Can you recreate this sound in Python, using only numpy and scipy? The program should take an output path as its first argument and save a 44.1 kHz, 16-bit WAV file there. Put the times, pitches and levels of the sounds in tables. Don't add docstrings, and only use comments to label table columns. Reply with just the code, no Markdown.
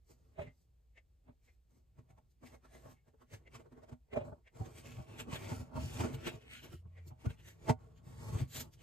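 import sys
import numpy as np
from scipy import signal
from scipy.fft import rfft, irfft, next_fast_len
from scipy.io import wavfile

SR = 44100
rng = np.random.default_rng(int(sys.argv[2]) if len(sys.argv) > 2 else 0)


def generate_wav(signal):
    frames = np.transpose(np.atleast_2d(signal))
    scaled = np.clip(frames, -1, 1) * 32767
    pcm = np.round(scaled).astype(np.int16)
    wavfile.write(sys.argv[1], SR, pcm)


N = 388962
TIME = np.arange(N) / SR
BODY_LEAD_S = 0.001


def from_db(db):
    return np.exp(np.asarray(db) * (np.log(10) / 20))


def columns_at(rows, x):
    first, *columns = np.transpose(rows)
    return [np.interp(x, first, c) for c in columns]


def over_hz(rows, hz):
    first, *columns = np.transpose(rows)
    return [np.interp(np.log(hz + 1), np.log(first), c) for c in columns]


def broad(spectrum):
    return lambda hz: from_db(over_hz(spectrum, hz)[0]) * np.minimum(hz / spectrum[0][0], 1) ** 3


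def ringing(modes, top_hz, scatter_db):
    gains = from_db(np.array(modes)[:, 2] + scatter_db * rng.standard_normal(len(modes)))
    def response(hz):
        resonances = sum(gain * 1j * hz * width / (f * f - hz * hz + 1j * hz * width)
                         for (f, width, _), gain in zip(modes, gains))
        radiation = (hz / (modes[0][0] - modes[0][1])) ** 4
        return resonances / np.sqrt(1 + (hz / top_hz) ** 12) * radiation / np.hypot(radiation, 1)
    return response


def stressed(response, centre_hz, lift_db, octaves):
    return lambda hz: response(hz) * from_db(
        lift_db * np.exp(-(np.log2((hz + 1) / centre_hz) / octaves) ** 2))


def creased(response, ripple_db, count=170):
    frequencies = np.geomspace(800, 16000, count)
    heights_db = ripple_db * rng.standard_normal(count)
    return lambda hz: response(hz) * from_db(np.interp(hz, frequencies, heights_db))


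# (frequency [Hz], coherence [0-1], phase lead of left [rad], left minus right [dB])
STEREO_IMAGE = [(88, 0.94, -0.3, 0), (140, 1, 2, 1), (260, 0.6, 0.82, -2), (445, 0.07, -0.24, -0.5),
                (666, 0.41, -1.5, -3.5), (916, 0, -1, -1.5), (1360, 0, 1.6, -0.5), (2600, 1, 0.5, 1.5),
                (4500, 0.6, 0.5, 1), (5740, 0.25, 2.5, -2.5), (7470, 0.88, -0.5, -0.5),
                (11200, 0.37, 4, 0.5), (12660, 0.92, 5.5, 0), (17100, 0.7, 13, -2)]

def in_stereo(force, response, lag_s=0, in_step_hz=250):
    size = next_fast_len(force.shape[1])
    hz = np.arange(size // 2 + 1) * SR / size
    common, opposed = rfft(force, size) * response(hz)
    coherence, phase, pan_db = over_hz(STEREO_IMAGE, hz)
    coherence = np.clip(coherence, 0, .995)
    sides = np.array([[1], [-1]])
    pair = np.sqrt(1 + coherence) * common + sides * np.sqrt(1 - coherence) * opposed
    phase = phase * np.minimum(hz / in_step_hz, 1) ** 2
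    left = np.exp(.5j * (phase - 2 * np.pi * hz * lag_s)) * from_db(pan_db / 2)
    return irfft(pair * np.array([left, 1 / left]), size)[:, :force.shape[1]]


def friction(envelope, response, lag_s=0, slips_per_s=900, slip_db=-2.5, smooth=0.32):
    shape = (2, len(envelope))
    sizes = from_db(slip_db * np.minimum(rng.exponential(1, shape[1]), 4))
    slips = (rng.random(shape[1]) < slips_per_s / SR) * sizes
    force = envelope * (slips + smooth) * rng.standard_normal(shape)
    sound = in_stereo(force, response, lag_s)
    return sound * np.sqrt(2 * np.sum(envelope ** 2) / (np.sum(sound ** 2) + 1e-30))


def add_burst(out, s, swell_s, db, response, lag_s=0, pan_db=0, crest_s=0.0018, size=8192):
    offset = np.arange(size) - size // 2
    envelope = from_db(db) * np.exp(-(np.hypot(offset / SR, crest_s) - crest_s) / max(swell_s, .002))
    sound = friction(envelope, response, lag_s) * from_db([[pan_db / 2], [-pan_db / 2]])
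    at = offset + round(s * SR)
    inside = (at >= 0) & (at < N)
    out[:, at[inside]] += sound[:, inside]


# (frequency [Hz], relative level [dB])
ROOM_SPECTRUM = [(20, -20), (40, -7.5), (62, 4.5), (100, -14.5), (160, -21.5), (250, -29), (500, -30),
                 (1000, -42.5), (3000, -45), (8000, -47.5), (15000, -49)]

def room(level_db=-69):
    air = in_stereo(rng.standard_normal((2, N)), broad(ROOM_SPECTRUM))
    return from_db(level_db) * air / np.std(air)


# (frequency [Hz], relative level [dB])
RASP_SPECTRUM = [(900, -36.5), (1300, -5.5), (1700, 1), (2400, -1.5), (3200, -1), (4100, -8.5),
                 (5500, -31.5)]

def rasping(centre_hz, ripple_db, lift_db, octaves):
    return stressed(creased(broad(RASP_SPECTRUM), ripple_db), centre_hz, lift_db, octaves)


# (frequency [Hz], relative level [dB])
HISS_SPECTRUM = [(3000, -14.5), (4300, -2.5), (5300, -2.5), (6300, -1.5), (8000, -3.5), (9500, -5.5),
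                 (12500, -7.5), (15000, -10), (16000, -38.5)]

def hissing(s, dull_db, ripple_db, duller_from_s=3.8):
    crisp_db = 1.5 if s < duller_from_s else -2.5
    return stressed(creased(broad(HISS_SPECTRUM), ripple_db), 15200, crisp_db - dull_db, octaves=0.35)


# (time [s], level [dB])
LEANING = [(0, -85), (0.28, -73.5), (0.7, -79.5), (1.7, -86.5), (2.14, -66.5), (2.34, -84.5), (2.85, -69),
           (3.1, -82), (3.6, -67.5), (4.47, -90), (4.95, -54.5), (5.4, -69), (5.95, -48), (6.5, -73.5),
           (7.2, -62.5), (7.95, -60.5), (8.36, -44.5), (8.54, -64), (8.82, -66)]
# (start [s], end [s], rasp level at start [dB], rasp level at end [dB],
# stick level re rasp [dB], hiss level re rasp [dB])
STROKES = [(0.14, 0.34, -94.5, -94.5, 16.5, 6), (0.50, 0.622, -114, -100, 7, 18.5),
           (1.45, 1.542, -83, -92, 0.5, 2.5), (1.71, 1.776, -94.5, -89, 17, 7.5),
           (2.484, 2.526, -75, -74, 9.5, -1.5), (2.75, 2.918, -83, -73.5, 11.5, 2.5),
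           (3.366, 3.61, -90, -90, 17.5, -5), (3.714, 3.946, -84, -89, 9, -10),
           (4.254, 4.381, -81.5, -99.5, 27.5, 5.5), (4.567, 4.805, -71.5, -76, 15, 2.5),
           (4.858, 5.045, -59.5, -71.5, 5, -2.5), (5.082, 5.227, -66.5, -65, 9, -6),
           (5.33, 5.508, -58.5, -59, 6.5, -3.5), (5.496, 5.61, -65, -64.5, 13, 3.5),
           (5.66, 5.73, -77, -80, 13, -4), (5.763, 6.034, -61, -57, 3.5, 0.5),
           (6.082, 6.362, -67.5, -66, 10, -5), (6.417, 6.485, -67, -71, 3.5, -9),
           (6.513, 6.584, -53.5, -55.5, -9.5, -10), (6.642, 6.742, -65.5, -82, 9.5, -8),
           (6.87, 7.114, -90.5, -76.5, 1, -6.5), (7.209, 7.329, -69.5, -70.5, 3, -3.5),
           (7.54, 7.661, -91.5, -66.5, 11.5, 0), (7.805, 7.923, -82.5, -85.5, 17, 0),
           (8.052, 8.404, -77.5, -58.5, 10.5, 2.5), (8.552, 8.658, -73, -75.5, 15.5, 3),
           (8.77, 8.82, -83, -69.5, 2.5, -3.5)]

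def stroke_drive(attack_s=0.017, release_s=0.024, uneven_db=1.5, uneven_per_s=38, count=4000):
    t = np.linspace(0, TIME[-1], count)
    lean_db, = columns_at(LEANING, t)
    power = np.zeros((4, count))
    power[:2] = from_db([lean_db, lean_db - 12.5]) ** 2
    for start, end, first_db, last_db, stick_db, hiss_db in STROKES:
        gate = np.exp(-np.maximum(start - t, 0) / attack_s - np.maximum(t - end, 0) / release_s)
        effort = gate * from_db(np.interp(t, [start, end], [first_db, last_db]))
        table_db = stick_db + 1.5
        power += np.outer(from_db([table_db, stick_db, 0, hiss_db]), effort) ** 2
    grip_db = uneven_db * np.interp(t * uneven_per_s, np.arange(count), rng.standard_normal(count))
    return np.array([np.interp(TIME, t, from_db(grip_db) * np.sqrt(p)) for p in power])


# (frequency [Hz], bandwidth [Hz], relative level [dB])
TABLE_MODES = [(76.9, 27, 10), (101.6, 15, 10), (120.8, 33, 10.5), (159, 44, -35)]
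STICK_MODES = [(246.2, 22.2, 6), (346.8, 67, -3), (438, 27.7, -2.5), (553, 42, -9.5), (627, 24.5, -6.5),
               (762, 16.6, -10), (856, 51, -12), (918, 20, -16.5), (1080.5, 41, -11.5), (1327, 87, -19),
               (1452, 16, -18.5)]
# (time [s], frequency [Hz])
RASP_CENTRE = [(0.4, 2210), (2.5, 2100), (2.88, 1690), (3.2, 1690), (3.55, 2340), (3.72, 1750),
               (4.17, 2360), (4.57, 2270), (5.05, 2630), (5.59, 2170), (5.87, 2800), (6.07, 2070),
               (6.25, 2450), (6.7, 2480), (7.43, 2280), (8.12, 2010), (8.45, 2330), (8.65, 3000)]

def rubbing(wander_s=.00006, size=8192):
    out = np.zeros((2, N + size))
    drives = np.pad(stroke_drive(), ((0, 0), (0, size)))
    blend = np.sin(np.pi * np.arange(size) / size)
    for start in range(0, N, size // 2):
        grip = slice(start, start + size)
        place_s = wander_s * rng.standard_normal()
        s = (start + size / 2) / SR
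        rasp_hz, = columns_at(RASP_CENTRE, s)
        table = ringing(TABLE_MODES, top_hz=178.5, scatter_db=4.5)
        stick = ringing(STICK_MODES, top_hz=1350, scatter_db=5.0)
        rasp = rasping(rasp_hz, ripple_db=4.0, lift_db=6.5, octaves=0.25)
        hiss = hissing(s, dull_db=0, ripple_db=4.5)
        for drive, path, lag_s in zip(drives, (table, stick, rasp, hiss), (0, place_s, place_s, 0)):
            envelope = blend * drive[grip]
            out[:, grip] += friction(envelope, path, lag_s, slips_per_s=400, slip_db=3.5, smooth=0.4)
    return out[:, :N]


# (time [s], swell time [s], rasp level [dB], hiss level re rasp [dB], rasp centre [Hz])
CRINKLES = [(0.111, 0.022, -80, 11, 2980), (2.315, .015, -94, 11.5, 3580), (4.661, 0.012, -63.5, -1, 1600),
            (4.785, 0.025, -60, 0.5, 2280), (5.204, 0.012, -45.5, -4, 2700),
            (5.36, 0.0085, -43.5, -11.5, 3380), (6.147, 0.0094, -54.5, -2.5, 2830),
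            (6.277, .018, -41.5, -11.5, 2630), (6.646, 0.021, -58.5, -2, 2970),
            (6.734, 0.029, -65, 0, 2940), (7.082, .01, -76.5, 14.5, 2816),
            (7.308, 0.0077, -56.5, -10, 3020), (7.401, 0.016, -66.5, -8, 2890),
            (7.484, 0.028, -59.5, -1, 1950), (7.979, 0.017, -74.5, -1, 3180),
            (8.405, 0.021, -56.5, -23, 2260), (8.568, 0.026, -49.5, 5, 3700),
            (8.609, 0.011, -49.5, 6, 3440), (8.74, 0.012, -71.5, 6, 3580)]

def crinkles(wander_s=.00005):
    out = np.zeros((2, N))
    for s, swell_s, db, hiss_db, rasp_hz in CRINKLES:
        place_s = wander_s * rng.standard_normal()
        rasp = rasping(rasp_hz, ripple_db=2.5, lift_db=6.0, octaves=0.12)
        hiss = stressed(creased(broad(HISS_SPECTRUM), ripple_db=6.0), 12200, lift_db=1.0, octaves=0.6)
        stick = ringing(STICK_MODES, top_hz=1430, scatter_db=2.0)
        knock = stressed(stick, 1300, lift_db=1.0, octaves=0.81)
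        add_burst(out, s, swell_s, db, rasp, place_s)
        add_burst(out, s, swell_s, db + hiss_db, hiss)
        add_burst(out, s - BODY_LEAD_S, swell_s * 0.58, db - 1.5, knock, place_s)
    return out


def knocks(rows, modes, lag_s, hiss_db, pan_db, lift_db, wander_s=.00005):
    out = np.zeros((2, N))
    for s, swell_s, db, thud_db, rasp_db, knock_hz in rows:
        place_s = lag_s + wander_s * rng.standard_normal()
        rasp_hz, = columns_at(RASP_CENTRE, s)
        thud = ringing(TABLE_MODES, top_hz=172.0, scatter_db=8.0)
        knock = stressed(ringing(modes, top_hz=1500, scatter_db=1.0), knock_hz, lift_db, octaves=0.35)
        rasp = rasping(rasp_hz, ripple_db=3.5, lift_db=lift_db, octaves=0.34)
        hiss = hissing(s, dull_db=0.2 * (db + 74), ripple_db=3.5)
        add_burst(out, s - BODY_LEAD_S, swell_s * .5, db + thud_db, thud)
        add_burst(out, s - BODY_LEAD_S, swell_s * 0.84, db, knock, place_s, pan_db)
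        add_burst(out, s, swell_s, db + rasp_db, rasp, place_s)
        add_burst(out, s, swell_s, db + rasp_db + hiss_db, hiss)
    return out


# (time [s], swell time [s], knock level [dB], thud level re knock [dB],
# rasp level re knock [dB], knock centre [Hz])
STICK_TAPS = [(0.112, .017, -61.5, -2.5, -17, 386), (1.992, 0.014, -59.5, 9, -18.5, 260),
              (2.108, 0.012, -65.5, 8, -10.5, 684), (2.185, 0.01, -63.5, 4, -15.5, 900),
              (2.44, 0.01, -50, -3.5, -20, 257), (2.47, 0.018, -66.5, -12, 3.5, 800),
              (2.547, 0.016, -56.5, -6, -11.5, 530), (2.655, .016, -60.5, -7, -11.5, 1290),
              (2.755, 0.038, -58.5, -7, -7, 660), (2.863, 0.021, -54, -2, -20, 626),
              (3.084, 0.015, -67, 3.5, -13, 720), (3.145, .006, -63, -3, -27, 475),
              (3.223, .015, -60.5, -11, -14.5, 1220), (3.341, .0175, -53.5, 8.5, -4, 544),
              (3.555, 0.014, -52, 1.5, -5.5, 1170), (3.605, 0.016, -55.5, -5, -16, 510),
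              (3.665, 0.015, -58, -11, -25, 457), (3.727, 0.0095, -53, -2.5, -23.5, 239),
              (3.782, 0.019, -55.5, -8, -24, 400), (3.837, .012, -54.5, -6, -19, 620),
              (3.895, 0.01, -55, -15, -15.5, 626), (3.928, 0.011, -48.5, 6, -23, 250),
              (5.336, 0.02, -43.5, 5, -6, 990), (5.52, 0.016, -39.5, 6, -16, 890),
              (6.01, 0.011, -35.5, 6, -11, 1000), (6.048, 0.041, -35, -2, -18.5, 261),
              (6.274, 0.016, -38, -4, -11, 370), (7.261, 0.0082, -40.5, -24, -19, 312),
              (7.7, 0.01, -23.5, 2, -18.5, 800)]

def stick_taps():
    return knocks(STICK_TAPS, STICK_MODES, lag_s=0, hiss_db=-2.5, pan_db=-0.5, lift_db=8.0)


# (frequency [Hz], bandwidth [Hz], relative level [dB])
JAR_MODES = [(252.4, 42, -4), (404, 66, -6.5), (584.3, 32, -0.5), (780, 25, -13), (860, 6.3, -32.5),
             (1200, 35, -24)]
# (time [s], swell time [s], knock level [dB], thud level re knock [dB],
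# rasp level re knock [dB], knock centre [Hz])
JAR_KNOCKS = [(0.397, 0.0093, -37, -4.5, -20.5, 640), (0.42, 0.022, -46, -0.5, -10, 484),
              (0.47, 0.028, -58, 9.5, -16, 251), (1.293, 0.02, -57.5, 2.5, -21.5, 250),
              (4.137, 0.0093, -40.5, -8, -13, 420), (4.173, 0.013, -29, -11, -22, 600),
              (4.215, .026, -42.5, -2.5, -22, 573), (4.285, 0.023, -50.5, 3, -32, 620),
              (4.33, 0.0069, -46.5, 1, -40, 640)]

def jar_knocks():
    return knocks(JAR_KNOCKS, JAR_MODES, lag_s=0.00026, hiss_db=-16, pan_db=-1, lift_db=10.0)


# (frequency [Hz], relative level [dB])
CHIRP_SPECTRUM = [(500, 2), (1300, -13), (1800, -4), (2200, 0.5), (2800, -7.5), (4000, -19.5), (8000, -25),
                  (15000, -59)]
# (time [s], swell time [s], level [dB], centre frequency [Hz])
CHIRPS = [(0.478, 0.015, -61, 2030), (0.981, 0.011, -59, 2080), (1.489, 0.013, -69.5, 2080),
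          (2.98, 0.022, -77.5, 2170), (3.476, 0.0083, -58.5, 2040), (4.477, 0.011, -61.5, 1910),
          (6.983, 0.016, -61, 1980)]

def chirps():
    out = np.zeros((2, N))
    for s, swell_s, db, centre_hz in CHIRPS:
        colour = creased(broad(CHIRP_SPECTRUM), ripple_db=3.5)
        add_burst(out, s, swell_s, db, stressed(colour, centre_hz, lift_db=10.0, octaves=0.11))
    return out


# (time [s], swell time [s], thud level [dB], knock level re thud [dB])
PRESSES = [(4.614, 0.012, -32.5, -12), (4.669, 0.016, -51, -1.5), (4.998, 0.022, -41.5, -9.5),
           (5.288, 0.024, -46, 2), (5.611, 0.018, -41, -7), (5.775, 0.035, -36, -3),
           (5.842, 0.021, -35.5, -12.5), (6.146, 0.017, -36.5, -9.5), (6.735, 0.017, -45, -7),
           (6.86, 0.013, -47, -20), (7.073, 0.016, -50, -11), (7.116, 0.016, -47.5, -9.5),
           (7.271, 0.0048, -23.5, -22), (7.307, 0.012, -42.5, -13), (8.355, 0.026, -30, -17.5),
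           (8.425, 0.017, -28.5, -17), (8.579, 0.031, -44.5, -10)]

def presses(centre_hz=280, wander_s=.00005):
    out = np.zeros((2, N))
    for s, swell_s, db, knock_db in PRESSES:
        stick = ringing(STICK_MODES, top_hz=1330, scatter_db=7.5)
        knock = stressed(stick, centre_hz, lift_db=5.0, octaves=0.48)
        thud = ringing(TABLE_MODES, top_hz=175.0, scatter_db=-3.0)
        add_burst(out, s - BODY_LEAD_S, swell_s * .5, db, thud)
        place_s = wander_s * rng.standard_normal()
        add_burst(out, s - BODY_LEAD_S, swell_s * 0.75, db + knock_db, knock, place_s)
    return out


# (time [s], frequency [Hz], level [dB])
DRONE = [(6.6, 86.7, -72), (6.72, 86.2, -50.5), (6.9, 86.9, -53), (7.1, 86.6, -48), (7.17, 89, -83)]

def drone(waver=0.0295, count=110):
    hz, db = columns_at(DRONE, TIME)
    wander = np.interp(TIME, np.linspace(0, TIME[-1], count), rng.standard_normal(count))
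    phase = 2 * np.pi * np.cumsum(hz * (1 + waver * wander)) / SR
    sounding = (TIME > DRONE[0][0]) & (TIME < DRONE[-1][0])
    return sounding * from_db(db) * np.sin(phase)


def scene():
    bursts = jar_knocks() + stick_taps() + presses() + crinkles() + chirps()
    return bursts + rubbing() + drone() + room()


def record(dry, notch_hz=10580, notch_db=-13, notch_width_hz=480, cutoff_hz=15500):
    hz = np.arange(N // 2 + 1) * SR / N
    ports = from_db(notch_db * np.exp(-((hz - notch_hz) / notch_width_hz) ** 2))
    low_pass = signal.ellip(12, .1, 80, cutoff_hz, fs=SR, output="sos")
    return signal.sosfilt(low_pass, irfft(rfft(dry) * ports, N))


dry = scene()
out = record(dry)
generate_wav(out)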